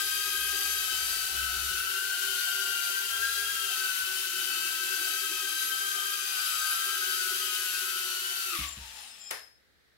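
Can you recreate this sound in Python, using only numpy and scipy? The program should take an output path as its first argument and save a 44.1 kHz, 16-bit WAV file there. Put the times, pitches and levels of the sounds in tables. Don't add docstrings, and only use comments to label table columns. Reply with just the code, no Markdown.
import sys
import numpy as np
from scipy import signal
from scipy.fft import rfft, irfft
from scipy.io import wavfile
from scipy.ndimage import uniform_filter1d

SR = 44100
rng = np.random.default_rng(int(sys.argv[2]) if len(sys.argv) > 2 else 0)


def master_out(mix):
    frames = np.transpose(np.atleast_2d(mix))
    ceiling = np.clip(frames, -1, 1)
    pcm = np.round(ceiling * 32767).astype(np.int16)
    wavfile.write(sys.argv[1], SR, pcm)


N = 439677
T = np.arange(N) / SR
ROOM_T60_S, ROOM_TREBLE_T60_S = 0.36, 0.4
HOVER_HZ = 357.3
CUT_S, SPIN_DOWN_S = 8.5, 0.16
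# start in seconds, relative level in dB.
CLACKS = [(9.3065, -5), (9.3098, 3.5), (9.3135, -7), (9.326, -14), (9.343, -9), (9.371, -15), (9.394, -15)]


def undb(db):
    return 10 ** (np.asarray(db) / 20)


def unit(x):
    return x / np.sqrt(np.mean(x ** 2))


def curves(table):
    times, *columns = np.transpose(table)
    return [np.interp(T, times, column) for column in columns]


def colour(x, points):
    hz, db = np.transpose(points)
    size = 8192
    grid = np.maximum(np.arange(size // 2 + 1) * SR / size, 1)
    cepstrum = irfft(np.log(undb(np.interp(np.log(grid), np.log(hz), db))))
    cepstrum[1:size // 2] *= 2
    cepstrum[size // 2 + 1:] = 0
    return signal.fftconvolve(x, irfft(np.exp(rfft(cepstrum)))[None], axes=1)[:, :N]


def walk(rate):
    hold = max(int(SR / rate), 1)
    steps = np.repeat(rng.standard_normal(N // hold + 1), hold)
    return unit(uniform_filter1d(uniform_filter1d(steps, hold), hold)[:N])


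def fade(start, t60):
    return (T >= start) * np.exp(-np.log(1000) * np.maximum(T - start, 0) / t60)


def swell(start, length, attack, t60):
    rise = np.clip((T - start) / attack, 0, 1)
    return rise * np.exp(-np.log(1000) * np.maximum(T - start - length, 0) / t60)


def turn(hz):
    return 2 * np.pi * (np.cumsum(hz) / SR + rng.random())


def tones(angle, orders):
    grid = np.linspace(0, 2 * np.pi, 4096)
    wave = sum(undb(db) * np.sin(round(k) * grid + 2 * np.pi * rng.random()) for k, db in orders)
    return np.interp(angle % (2 * np.pi), grid, wave)


def steady(x, span):
    power = uniform_filter1d(x ** 2, max(int(span * SR), 1), axis=1)
    return x / np.sqrt(np.maximum(power, 0) + np.mean(power) / 1000)


def echo_tails(count):
    t = T[:int(.4 * SR)]
    noise = rng.standard_normal((count, 2, len(t)))
    bass = signal.sosfilt(signal.butter(1, 400, fs=SR, output="sos"), noise)
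    noise[:, 1] += bass[:, 0] - bass[:, 1]
    low = signal.sosfilt(signal.butter(1, 4000, fs=SR, output="sos"), noise)
    tail = low * undb(-60 * t / ROOM_T60_S) + (noise - low) * undb(-60 * t / ROOM_TREBLE_T60_S)
    tail *= t > .003
    return tail / np.sqrt(np.sum(tail ** 2, axis=2, keepdims=True))


def room(x, direct_db, size=16384):
    count = N // size + 2
    padded = np.pad(x, (size, count * size - N), mode="reflect")
    pieces = np.array([padded[k * size:(k + 2) * size] for k in range(count)])
    pieces = (pieces * signal.windows.cosine(2 * size)).astype(np.float32)
    echoes = signal.fftconvolve(pieces[:, None], echo_tails(count).astype(np.float32), axes=2)
    wet = np.zeros((2, count * size + echoes.shape[2]))
    for k, echo in enumerate(echoes):
        wet[:, k * size:k * size + echo.shape[1]] += echo
    return (undb(direct_db) * x + wet[:, size:size + N]) / np.sqrt(1 + undb(2 * direct_db))


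def rotor_speeds(climb_hz=14.5, climb_from_s=1.79, climb_to_s=3.57, ramp_s=.22, nudge_hz=.8):
    # time in seconds, shift each way in Hz.
    yaw_shifts = [(0, 40.8), (.6, 39), (1.1, 27), (1.8, 19), (2.25, 14.8), (3.0, 17.3), (3.2, 29.8),
                  (3.45, 33), (3.85, 21.5), (4.85, 24.8), (5.4, 34.8), (6.1, 36.5), (6.6, 27.6), (6.8, 34),
                  (7.2, 25.3), (7.6, 30), (8.0, 18.5), (8.45, 22.3)]
    # time in seconds, shift each way in Hz for the fast pair, then for the slow pair.
    lean_shifts = [(0, 2, 1.3), (.5, 7, 1.5), (1.2, 4.5, 4.5), (1.65, 6, 10.4), (2.1, 2.4, 3.8),
                   (3.15, .7, 4), (3.6, 2.3, 8.5), (4.1, .5, 6.2), (4.55, 5.4, 8.3), (5.2, 5.3, 1.8),
                   (5.6, .4, 5.5), (6.25, 8.7, 15.3), (6.75, 6, 12.6), (7.15, 10.3, 7), (7.6, 13, 11.8),
                   (8.1, 7.7, 7)]
    drags = [.3, .33, .4, .45]
    climb = np.clip(np.minimum(T - climb_from_s, climb_to_s + ramp_s - T) / ramp_s, 0, 1)
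    (yaw,), (fast_lean, slow_lean) = curves(yaw_shifts), curves(lean_shifts)
    middle = np.sqrt((HOVER_HZ + climb_hz * climb) ** 2 - yaw ** 2)
    fast, slow = middle + yaw, middle - yaw
    driven = [fast + fast_lean, fast - fast_lean, slow + slow_lean, slow - slow_lean]
    slowing = 1 + np.maximum(T - CUT_S, 0) / SPIN_DOWN_S
    return [(hz + nudge_hz * walk(9)) / slowing ** drag for hz, drag in zip(driven, drags)]


def motor_whistle(hz, angle, whistle_db, chatter_db=3.5):
    # multiple of the turning rate, relative level in dB.
    orders = [(35, -9), (36, 3.5), (37, -1)]
    # frequency in Hz, gain in dB.
    case = [(7000, -25), (10500, -18), (11050, 2), (11400, 1.5), (11720, -2), (12050, -19.5), (14500, -7)]
    # time in seconds, gain in dB.
    levels = [(0, 5), (.8, 1), (1.3, -3), (4, -4), (5.4, 2), (7.8, -0.5), (8.5, 2)]
    shake = 0.45 * walk(700) + .75 * walk(160)
    chatter = undb(chatter_db * walk(22))
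    whistle = sum(undb(db + np.interp(k * hz, *np.transpose(case))) * np.sin(round(k) * angle + shake)
                  for k, db in orders)
    return whistle * chatter * undb(whistle_db + curves(levels)[0])


def rotor(hz, build, nudge=.0035, turbulence=0.00257, stall_roughness=11, flex_rad=.04, tilt_db=2.5):
    # multiple of the turning rate, relative level in dB.
    overtones = [(2, -32.5), (3, -24.5), (5, -21), (6, -19.5), (7, -19), (10, -11.5), (12, -8.5), (14, -19),
                 (16, -8), (20, -9), (24, -22.5), (30, -22.5), (32, -20), (36, -19.5)]
    # multiple of the turning rate, relative level in dB.
    rasp = [(8, -15), (10, -28), (12, -7.5), (16, -19), (20, -16), (24, -10), (30, -19), (32, -12),
            (36, -12)]
    upper_db, hum_db, whistle_db = build
    stall = np.interp(T, [CUT_S, CUT_S + SPIN_DOWN_S / 2], [1, stall_roughness])
    angle = turn(hz * (1 + stall * (nudge * walk(45) + turbulence * walk(500))))
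    blade, octave = np.sin(4 * angle), np.sin(8 * angle)
    flexed = angle + flex_rad * walk(160)
    upper_gain = undb(upper_db + tilt_db * walk(6))
    upper = upper_gain * (tones(flexed, overtones) + walk(450) * tones(angle, rasp))
    whistle = motor_whistle(hz, angle, whistle_db)
    hiss = (1 + 0.26 * blade) * rng.standard_normal((2, N))
    hum = undb(hum_db) * np.sin(angle + 0.53 * walk(30))
    return blade, octave, upper, whistle, hum, hiss


def blade_whine(blades, octaves):
    # time in seconds, relative level in dB of the fast pair, then the slow.
    levels = [(0.03, -33.5, -43), (0.22, -38, -42), (0.36, -34, -42), (0.52, -34.5, -43.5),
              (1.34, -38, -44), (1.4, -31.5, -39.5), (1.66, -38.5, -40.5), (1.73, -33.5, -40),
              (2.24, -34.5, -36), (2.31, -41, -37), (2.43, -34.5, -35), (2.91, -37, -36), (2.98, -31, -39),
              (3.08, -46, -41), (3.15, -30, -39), (3.27, -30, -37), (3.4, -33.5, -42), (3.59, -37, -38.5),
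              (3.77, -38, -40.5), (3.84, -30, -42), (4.28, -38, -47.5), (4.49, -36.5, -41),
              (4.75, -36.5, -41.5), (4.89, -31.5, -47.5), (5.17, -35.5, -42.5), (5.42, -39, -43.5),
              (5.56, -34, -48), (5.75, -32.5, -40), (5.93, -33, -41.5), (6.07, -34.5, -39),
              (6.28, -41.5, -42.5), (6.4, -33, -40.5), (6.56, -41, -35.5), (6.65, -33, -36),
              (6.93, -35, -38), (7.05, -32, -41), (7.28, -33.5, -40), (7.47, -41.5, -40.5),
              (7.7, -35.5, -47.5), (7.91, -37.5, -39), (8.16, -41.5, -43.5), (8.25, -37, -49),
              (8.45, -39, -42.5), (8.55, -41.5, -39)]
    # time in seconds, relative level in dB.
    fast_octave = [(0.02, -40.5), (0.52, -37), (0.64, -42), (0.98, -35), (1.22, -44), (1.42, -39),
                   (1.6, -46), (1.64, -39.5), (2.06, -43), (2.24, -37), (2.88, -42.5), (3.04, -36.5),
                   (3.26, -41.5), (3.62, -36), (4.02, -40), (4.48, -37), (4.92, -42.5), (5.16, -39),
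                   (6.06, -38), (6.26, -41), (7.16, -37.5), (7.3, -42), (7.48, -34.5), (7.78, -43.5),
                   (8.26, -37), (8.56, -50.0)]
    slow_octave = [(0.02, -46), (0.44, -42), (0.64, -43), (0.92, -43), (1.04, -49), (1.52, -41),
                   (1.68, -46), (1.88, -38.5), (2.2, -43.0), (2.8, -37), (2.9, -42), (3.5, -45.5),
                   (3.66, -41), (4.3, -45), (4.54, -38.5), (4.92, -40.5), (5.1, -43), (5.38, -40),
                   (5.56, -50.0), (6.0, -56), (6.12, -45), (6.36, -40.5), (7.14, -48), (7.78, -42),
                   (8.3, -48), (8.56, -37)]
    fast_db, slow_db = curves(levels)
    fast = steady(room(sum(blades[:2]), direct_db=-15.0), span=0.14) * undb(fast_db - 0.53)
    slow = steady(room(sum(blades[2:]), direct_db=-6.5), span=0.12) * undb(slow_db - 0.25)
    octave = sum(steady(room(sum(pair), direct_db=-8.5), span=0.23) * undb(curves(level)[0] + 0.15)
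                 for pair, level in [(octaves[:2], fast_octave), (octaves[2:], slow_octave)])
    return fast + slow + octave


def unbalance_hum(hums):
    # time in seconds, relative level in dB of the fast pair, then the slow.
    levels = [(0, -60, -65), (.6, -58, -66.5), (1, -65, -68.5), (2.5, -59.5, -69), (3.5, -60, -75.5),
              (4.6, -60.5, -61), (5.4, -57, -61.5), (6.3, -63, -70), (6.6, -71, -80), (6.95, -57, -66),
              (7.35, -56.5, -69), (7.7, -62, -71), (8, -58, -74), (8.3, -59.5, -67), (8.46, -64, -72),
              (8.6, -48, -64)]
    fast_db, slow_db = curves(levels)
    hum = unit(sum(hums[:2])) * undb(fast_db + 2.5) + unit(sum(hums[2:])) * undb(slow_db + 2.0)
    return hum * undb(0.5 * walk(10) + 2.0 * walk(70))


def air_and_brush_hiss(hisses, power):
    # frequency in Hz, gain in dB.
    shape = [(100, -26), (250, -33), (450, -21), (560, -36), (720, -17), (920, -29), (1100, -11),
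             (1700, -4), (1900, -1.5), (2150, -4), (2600, 2.5), (3600, 2.5), (8600, -1), (11500, 0),
             (14300, -2), (15500, -4)]
    # time in seconds, relative level in dB.
    levels = [(0, -32.5), (1.05, -33.5), (1.5, -34.5), (3.3, -33.5), (6, -34.5), (7.6, -33), (8.1, -36.5),
              (8.63, -36.5), (8.75, -48.5), (9, -47.5), (9.27, -57)]
    airflow, sparks = undb(.5 * walk(25)), undb(walk(3000))
    bright = unit(colour(sum(hisses) * sparks * airflow, shape))
    dull = colour(bright, [(300, -15), (550, 29.5), (900, 12), (2000, 6), (8000, 1), (13000, -6)])
    return (power * bright + (1 - power) * dull) * undb(curves(levels)[0] + 3.0)


def low_flickering_noise(flicker_db=9, flickers_per_s=11, fade_db_per_s=0.73):
    # centre in Hz, width in Hz, relative level in dB.
    bands = [(455, 106, -66.5), (596, 56, -66.5), (720, 49, -60.5), (790, 49, -61), (907, 45, -63.5),
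             (1032, 95, -62.5)]
    total = 0
    for hz, width, db in bands:
        bandpass = signal.butter(2, [hz - width / 2, hz + width / 2], "band", fs=SR, output="sos")
        noise = signal.sosfilt(bandpass, rng.standard_normal((2, N)))
        flicker = undb(flicker_db * np.minimum(walk(flickers_per_s), 1))
        total += unit(noise * flicker) * undb(db)
    return total * undb(-fade_db_per_s * T)


def flight(speeds, power_fade_s=(8.55, 8.74), no_lift_db=-24.5, db_per_octave=11):
    # gains in dB of overtones, hum and whistle.
    builds = [(3, 0.5, -59), (2.5, 4, -61), (-2.5, -11, -51), (-3, -11, -49.5)]
    rotors = [rotor(hz, build) for hz, build in zip(speeds, builds)]
    blades, octaves, uppers, whistles, hums, hisses = zip(*rotors)
    power = np.interp(T, power_fade_s, [1, 0])
    whine = blade_whine(blades, octaves)
    upper = room(unit(sum(uppers)) * undb(-35.0) + sum(whistles), direct_db=-8.5)
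    hum = unbalance_hum(hums)
    hiss = air_and_brush_hiss(hisses, power)
    tone_db = no_lift_db * (1 - power) + db_per_octave * np.log2(np.mean(speeds, axis=0) / HOVER_HZ)
    stop = undb(-60 * np.maximum(T - CLACKS[0][0], 0) / ROOM_TREBLE_T60_S)
    return ((whine + upper + hum + low_flickering_noise()) * undb(tone_db) + hiss) * stop


def room_rumble(attack_s=0.055, boom_t60=0.5, bump_t60=0.13):
    # start and length in seconds, relative dB of the lowest note, then the second.
    booms = [(0, 0.072, -68, -79), (0.286, 0.5, -58.5, -72), (.9, 0.27, -56, -68),
             (1.294, 0.44, -47.5, -65), (3.045, 0.52, -61.5, -90), (3.982, 0.11, -64, -84),
             (4.286, 0.38, -83, -70.5), (6.9, 0.74, -77, -79)]
    # start in seconds, relative level in dB.
    bumps = [(8.583, -37), (8.765, -43)]
    # frequency in Hz, gain in dB.
    lowest_shape = [(20, -22), (35, -13), (50, -17), (60, -19), (65, 8), (70, -5.5), (80, -15), (135, -35),
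                    (178, -16), (230, -48.5), (500, -78)]
    second_shape = [(60, -51), (140, -18.5), (178, -9), (225, -25.5), (400, -69)]
    air = rng.standard_normal(N) + undb(-10.0) * rng.standard_normal((2, N))
    swells = [swell(start, length, attack_s, boom_t60) for start, length, _, _ in booms]
    lowest_gain, second_gain = undb(np.array(booms)[:, 2:]).T @ np.array(swells)
    settling = undb(np.maximum(-63 - 2.5 * T, -77)) * swell(0, CUT_S, attack_s, t60=2.5)
    ringing = sum(undb(db - 4.5) * swell(start, 0.031, 0.02, boom_t60) for start, db in bumps)
    lowest = steady(colour(air, lowest_shape), span=0.18) * np.hypot(lowest_gain + ringing, settling)
    second = unit(colour(air, second_shape)) * second_gain
    thud_shape = [(25, -29), (48, -14), (65, 6), (110, -10), (190, -4), (280, -22), (1000, -38)]
    thud = unit(colour(rng.standard_normal((1, N)), thud_shape))
    thud_gain = sum(undb(db) * swell(start, 0.0079, 0.011, bump_t60) for start, db in bumps)
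    return lowest * undb(-1.0) + second + thud * thud_gain


def room_noise(level_db=-67):
    # frequency in Hz, gain in dB.
    shape = [(30, -22), (65, -5.5), (120, -15), (250, -18), (450, -14), (1000, -24.5), (1800, -13),
             (2700, -24), (4000, -19), (6500, -31), (15000, -33)]
    return unit(colour(rng.standard_normal((2, N)), shape)) * undb(level_db)


def coasting(squeal_jitter=0.015, blade_jitter=.05):
    # time in seconds, pitch in Hz, level in dB.
    flutter = [(8.5, 1330, -50), (8.545, 1260, -33.5), (8.59, 1220, -54), (8.64, 1190, -47),
               (8.68, 1130, -50), (8.74, 1000, -74), (8.83, 890, -52), (8.9, 870, -64), (8.99, 850, -54),
               (9.09, 820, -70), (9.28, 800, -79), (9.36, 780, -110)]
    # time in seconds, rubbing rate in Hz, level in dB.
    rubbing = [(8.75, 263, -70), (8.95, 258, -57), (9.02, 259.3, -50), (9.09, 230, -49), (9.15, 219, -58),
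               (9.23, 203, -49), (9.3, 202, -51), (9.42, 195, -110)]
    # multiple of the rubbing rate, relative level in dB.
    orders = [(4, -20), (12, -10), (16, -11), (36, -4)]
    rub_hz, squeal_db = curves(rubbing)
    squeal = unit(tones(turn(rub_hz * (1 + squeal_jitter * walk(400))), orders)) * undb(squeal_db)
    blade_hz, blade_db = curves(flutter)
    blades = unit(np.sin(turn(blade_hz * (1 + blade_jitter * walk(150))))) * undb(blade_db)
    return room((squeal + blades) * (T > CUT_S), direct_db=0)


def stalling(level_db=-36, grain_db=3):
    # frequency in Hz, gain in dB.
    shape = [(900, -29), (1700, -7), (2400, 0), (3300, -1), (5000, -16), (12000, -24)]
    grainy = rng.standard_normal((2, N)) * undb(grain_db * walk(600))
    return unit(colour(grainy, shape)) * undb(level_db) * swell(8.525, length=0.12, attack=.025, t60=.25)


def singing_frame(jitter=.008, flutter_db=3.5):
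    # start in seconds, length in seconds, pitch in Hz, level in dB.
    notes = [(8.658, 0.05, 7240, -40.5), (8.76, 0.28, 7230, -55.5), (8.912, .03, 7340, -46),
             (9.177, 0.08, 7250, -46), (8.77, 0.37, 5160, -58.5), (9.07, 0.075, 5150, -50),
             (9.185, 0.25, 5125, -51)]
    waver, flutter = 1 + jitter * walk(450), undb(flutter_db * walk(60))
    song = sum(unit(np.sin(turn(hz * waver))) * undb(db) * swell(start, length, attack=0.035, t60=0.2)
               for start, length, hz, db in notes)
    return room(song * flutter, direct_db=0)


def landing(crack_t60=0.015):
    # frequency in Hz, gain in dB.
    shape = [(100, -20), (280, -16), (420, -1), (900, -0.5), (1300, -1.5), (1800, 5.5), (2800, 0),
             (4500, 2), (7500, -3.5), (10500, -1.5), (15500, -11)]
    # pitch in Hz, relative level in dB, t60 in seconds.
    notes = [(1803, 2, 0.43), (2620, -1, 0.38), (4260, -7, .2), (5095, -7, 0.35), (10200, -11, .15)]
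    hit_s = CLACKS[1][0]
    crack = sum(undb(db) * fade(start, crack_t60) for start, db in CLACKS) * rng.standard_normal((2, N))
    echo = undb(-10) * fade(hit_s, ROOM_TREBLE_T60_S) * rng.standard_normal((2, N))
    dull_noise = colour(rng.standard_normal((2, N)), [(1800, 8.5), (6000, -5)])
    body = undb(-11) * fade(hit_s, ROOM_T60_S) * dull_noise
    ring = sum(undb(db) * np.sin(2 * np.pi * hz * T) * fade(hit_s, t60) for hz, db, t60 in notes)
    return undb(-23.0) * colour(crack + echo + body, shape) + undb(-50) * ring


def scene():
    # frequency in Hz, gain in dB.
    shade = [(100, -1), (380, -2.5), (500, -4.5), (600, -33), (700, -2), (800, -6), (900, -15.5),
             (1030, -2), (1500, -5.5), (3500, -7.5), (5500, -7.5), (7200, -14), (7900, -12), (8300, -47),
             (8800, -5), (9400, -2), (11300, 0), (13500, -7)]
    # time in seconds, gain in dB.
    drift = [(3, -0.3), (6, -0.5), (6.8, -0.5), (8.3, 1)]
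    craft = flight(rotor_speeds()) + stalling() + coasting() + singing_frame() + landing()
    right = colour(craft[1:], shade) * undb(curves(drift)[0])
    return np.vstack([craft[:1], right]) + room_rumble() + room_noise()


def record(dry):
    return signal.sosfilt(signal.ellip(10, .2, 70, 15750, fs=SR, output="sos"), dry)


dry = scene()
out = record(dry)
master_out(out)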